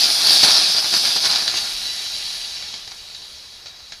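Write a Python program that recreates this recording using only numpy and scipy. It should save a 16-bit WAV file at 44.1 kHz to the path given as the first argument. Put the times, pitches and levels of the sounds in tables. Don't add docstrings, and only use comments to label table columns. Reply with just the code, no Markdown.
import sys
import numpy as np
from scipy import signal
from scipy.fft import rfft, irfft
from scipy.io import wavfile
from scipy.ndimage import uniform_filter1d, map_coordinates

SR = 44100
rng = np.random.default_rng(int(sys.argv[2]) if len(sys.argv) > 2 else 0)


def wav_out(sig):
    wavfile.write(sys.argv[1], SR, np.round(np.clip(np.atleast_2d(sig).T, -1, 1) * 32767).astype(np.int16))


N = 176400
TIME_S, BIN_HZ = np.arange(N) / SR, np.fft.rfftfreq(N, 1 / SR)

# frequency_hz, gain_db
WEAK_JET_SPECTRUM = [(1060, -54), (1800, -14.5), (1900, -45), (1940, -12), (2120, -19), (2240, -11.5),
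                     (2570, -9), (2630, -13.5), (2770, -7), (3120, -8.5), (3380, -5), (3600, -8),
                     (3710, -2.5), (3950, 3), (4180, -1.5), (4620, 2), (5040, -5), (5500, -3), (5820, -8),
                     (6720, -11), (8000, -25), (10400, -46), (17600, -120)]
# frequency_hz, gain_db
ROAR_SPECTRUM = [(35, -65), (60, -18), (233, -5.5), (275, -9), (306, -5), (534, -9.5), (689, 1), (1040, -5),
                 (1680, -2), (2070, -8), (2200, -3), (2860, -24.5), (4840, -120)]


def vent(grit):
    # time_s, jet_level_db, roar_re_jet_db
    flow_levels = [(0.0, -16.5, -16), (0.052, -15.5, -19), (0.094, -21, -11.5), (0.122, -16.5, -20),
                   (0.17, -19.5, -14), (0.354, -14, -14.5), (0.42, -16, -18.5), (0.434, -14, -14),
                   (0.496, -15, -11), (0.738, -19, -19), (0.748, -22, -10.5), (0.794, -17, -15.5),
                   (0.822, -27, -15), (0.86, -20.5, -15.5), (0.912, -20.5, -20), (0.928, -22.5, -13),
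                   (0.942, -17, -13.5), (1.012, -20.5, -17.5), (1.054, -18.5, -12.5), (1.15, -21, -18),
                   (1.164, -16, -12), (1.202, -24.5, -18), (1.264, -14.5, -12), (1.288, -27.5, -12),
                   (1.296, -17.5, -13), (1.472, -25, -13.5), (1.476, -22, -18), (1.538, -26, -10),
                   (1.58, -17.5, -17), (1.59, -25, -12.5), (1.7, -25.5, -16), (1.75, -27.5, -16.5),
                   (2.3, -28.5, -18.5), (2.76, -34, -16), (2.79, -37, -16), (2.94, -39.5, -13.5),
                   (2.986, -37.5, -27), (3.012, -39, -18), (3.346, -39.5, -18), (3.6, -42.5, -16),
                   (3.74, -44, -12), (3.758, -43, -12), (3.88, -43.5, -22)]
    jet_db, roar_db = curves(flow_levels)
    flow = amp(jet_db)
    jet = jet_hiss(flow, grit) + whistles(flow)
    roar = flow * amp(roar_db) * unit(patchy_noise(spread_db=1.1) + 1.1 * grit)
    return jet + coloured(roar, ROAR_SPECTRUM)


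def jet_hiss(flow, grit):
    # frequency_hz, gain_db
    strong_spectrum = [(1060, -41), (1800, -40), (2080, -23), (2400, -10), (3140, -8), (3400, -3),
                       (3690, -2), (3880, 0), (4560, 4.5), (5100, 2.5), (8000, -23), (10400, -30),
                       (17600, -120)]
    hiss = flow * unit(patchy_noise(spread_db=1.5) + grit)
    weak = np.interp(TIME_S, (1.06, 1.9), [0, 1])
    return coloured(hiss * (1 - weak), strong_spectrum) + coloured(hiss * weak, WEAK_JET_SPECTRUM)


def whistles(flow, gain_db_per_s=2.6):
    # pitch_hz, width_hz, initial_level_re_jet_db
    bands = [(3850, 60, -21), (5480, 90, -27), (3320, 70, -30)]
    sound = np.zeros(N)
    for pitch_hz, width_hz, level_db in bands:
        peak = 1 / (1 + ((BIN_HZ - pitch_hz) / (width_hz / 2)) ** 2)
        band = unit(irfft(rfft(rng.standard_normal(N)) * peak, N))
        sound += flow * amp(level_db + gain_db_per_s * TIME_S) * band
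    return sound


def grit_spits(rate_per_s=500, decay_s=.0003):
    onsets = rng.random(N) < rate_per_s / SR
    size_db = 3.5 * np.minimum(rng.exponential(size=N), 4.5)
    envelope = signal.fftconvolve(onsets * amp(size_db), np.exp(-TIME_S[:200] / decay_s))[:N]
    return unit(envelope * rng.standard_normal(N))


def fizz(grit, tone_hz=10499, right_lag_rad=.96):
    # time_s, level_db
    levels = [(0.0, -30), (0.21, -30), (0.34, -26), (0.42, -31), (0.43, -25.5), (0.63, -33), (0.89, -34),
              (0.98, -29), (0.99, -34.5), (1.07, -30.5), (1.15, -35.5), (1.16, -31), (1.19, -39),
              (1.25, -32.5), (1.53, -40), (1.57, -37), (1.63, -39), (2.43, -44.5), (2.87, -53),
              (3.41, -54.5), (3.77, -62), (4.0, -59)]
    # frequency_hz, gain_db
    bright_spectrum = [(4590, -48), (7800, -1.5), (8170, -8), (9140, 3), (10300, 2), (12200, -8),
                       (13600, -5), (14400, -19.5)]
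    # frequency_hz, gain_db
    dull_spectrum = [(4590, -35), (7800, -6), (8210, -5.5), (10400, 1), (11300, -10), (13700, -14),
                     (14400, -14)]
    # frequency_hz, gain_db
    side_spectrum = [(7200, -56), (7350, -1), (8600, 11), (9100, -22), (9200, -52), (9550, -55), (9700, -7),
                     (10500, 14.5), (11350, 4), (11500, -94)]
    envelope = amp(curves(levels)[0])
    sizzle = envelope * unit(patchy_noise(spread_db=2.3) + 0.25 * grit)
    dull = np.interp(TIME_S, (1.7, 4.2), [0, 1])
    mid = coloured(sizzle * (1 - dull), bright_spectrum) + coloured(sizzle * dull, dull_spectrum)
    side = coloured(envelope * amp(-6.5) * patchy_noise(spread_db=2.5), side_spectrum)
    phase = 2 * np.pi * tone_hz * TIME_S
    tone = np.array([np.sin(phase), amp(4.5) * np.sin(phase - right_lag_rad)])
    return mid + np.array([side, -side]) + envelope * amp(-11.5) * tone


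def pops(rise_s=.0005, crack_s=.002, puff_s=.012):
    # start_s, level_db, low_band_re_level_db
    events = [(0.4324, -9.5, -5.5), (0.4362, -6.5, -22), (0.446, -9.5, -10), (0.5064, -9, -23),
              (0.5531, -19, -23), (0.5658, -15, -18), (0.843, -13, -7.5), (0.9264, -10.5, -16),
              (1.0532, -14.5, -10.5), (1.3588, -12.5, -14.5), (1.478, -13.5, -13.5), (1.5405, -20, -7),
              (2.0624, -28, -15), (2.7397, -22, -14), (2.8758, -26.5, -10.5), (2.917, -28, -8.5),
              (3.1477, -28, -17), (3.658, -30.5, -8.5), (3.6675, -27, -14), (3.6814, -39, -15),
              (3.921, -25.5, -9.5), (3.9334, -32, -15)]
    # frequency_hz, gain_db
    push_spectrum = [(40, -10), (120, 13), (350, 0), (900, -9), (2500, -32)]
    high, low, push = np.zeros((3, N))
    for start_s, level_db, low_db in events:
        age_s = np.maximum(TIME_S - start_s, 0)
        decay = np.exp(-age_s / crack_s) + amp(-12) * np.exp(-age_s / puff_s)
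        envelope = amp(level_db) * (1 - np.exp(-age_s / rise_s)) * decay
        high += envelope
        low += envelope * amp(low_db)
        push[round(start_s * SR)] = amp(level_db + low_db + 3)
    ragged = amp(2.9 * wobble(270)) * np.sign(rng.standard_normal(N))
    bursts = coloured(high * ragged, WEAK_JET_SPECTRUM) + coloured(low * ragged, ROAR_SPECTRUM)
    return bursts + coloured(push, push_spectrum)


def yard_echo(direct, t60_s=.18, gap_s=.003, level_db=-5):
    # frequency_hz, gain_db
    spectrum = [(300, -25), (1200, 0), (20000, 0)]
    t = TIME_S[:int(t60_s * SR)]
    tail = (t > gap_s) * amp(-60 * t / t60_s) * coloured(rng.standard_normal(N), spectrum)[:len(t)]
    response = amp(level_db) * tail / np.linalg.norm(tail)
    response[0] = 1
    return signal.fftconvolve(direct, response)[:N]


def traffic():
    # frequency_hz, gain_db
    spectrum = [(15, -65), (25, -20), (71, -0.5), (108, -5.5), (209, -10), (271, -20), (389, -11),
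                (1610, -12), (3000, -18.5), (3900, -41), (6600, -120)]
    return amp(-53 + 1.6 * wobble(3.38)) * coloured(patchy_noise(spread_db=1.8), spectrum)


def wind():
    # time_s, level_db
    gusts = [(0.0, -63), (0.07, -45), (0.1, -56), (1.2, -61), (1.35, -48), (1.51, -60), (1.56, -46.5),
             (1.86, -47), (1.96, -62), (2.25, -49), (2.47, -56), (4.0, -57)]
    # frequency_hz, gain_db
    spectrum = [(10, -19), (30, 0), (55, -8), (100, -27)]
    return amp(curves(gusts)[0] + 2.2 * wobble(8.2)) * coloured(rng.standard_normal(N), spectrum)


def amp(db):
    return 10 ** (np.asarray(db) / 20)


def unit(x):
    return x / np.sqrt(np.mean(x ** 2) + 1e-20)


def curves(rows):
    times_s, *columns = np.transpose(rows)
    return [np.interp(TIME_S, times_s, column) for column in columns]


def wobble(knots_per_s):
    knots = rng.standard_normal(int(N * knots_per_s / SR) + 4)
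    return map_coordinates(knots, [TIME_S * knots_per_s])


def coloured(x, spectrum, size=8192):
    hz, db = np.transpose(spectrum)
    grid_hz = np.fft.rfftfreq(size, 1 / SR)
    gain_db = np.interp(np.log(grid_hz + 1), np.log(hz + 1), np.maximum(db, -70))
    cepstrum = irfft(np.log(amp(gain_db)))
    cepstrum[1:size // 2] *= 2
    cepstrum[size // 2 + 1:] = 0
    response = irfft(np.exp(rfft(cepstrum)))
    return signal.fftconvolve(x, response / np.linalg.norm(response))[:N]


def patchy_noise(spread_db):
    cells = signal.stft(rng.standard_normal(N), nperseg=512)[2]
    patches = uniform_filter1d(rng.standard_normal(cells.shape), size=4, axis=0)
    patches = uniform_filter1d(patches, size=10, axis=1)
    return unit(signal.istft(cells * amp(spread_db * unit(patches)), nperseg=512)[1][:N])


def scene():
    grit = amp(-4 - 2 * TIME_S) * grit_spits()
    centre, treble = vent(grit), fizz(grit)
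    return yard_echo(centre + pops()) + treble + traffic() + wind()


def record(dry, ceiling=.94, band_limit_hz=14500):
    clipped = dry / (1 + np.abs(dry / ceiling) ** 8) ** (1 / 8)
    return irfft(rfft(clipped) * (BIN_HZ < band_limit_hz), N)


dry = scene()
out = record(dry)
wav_out(out)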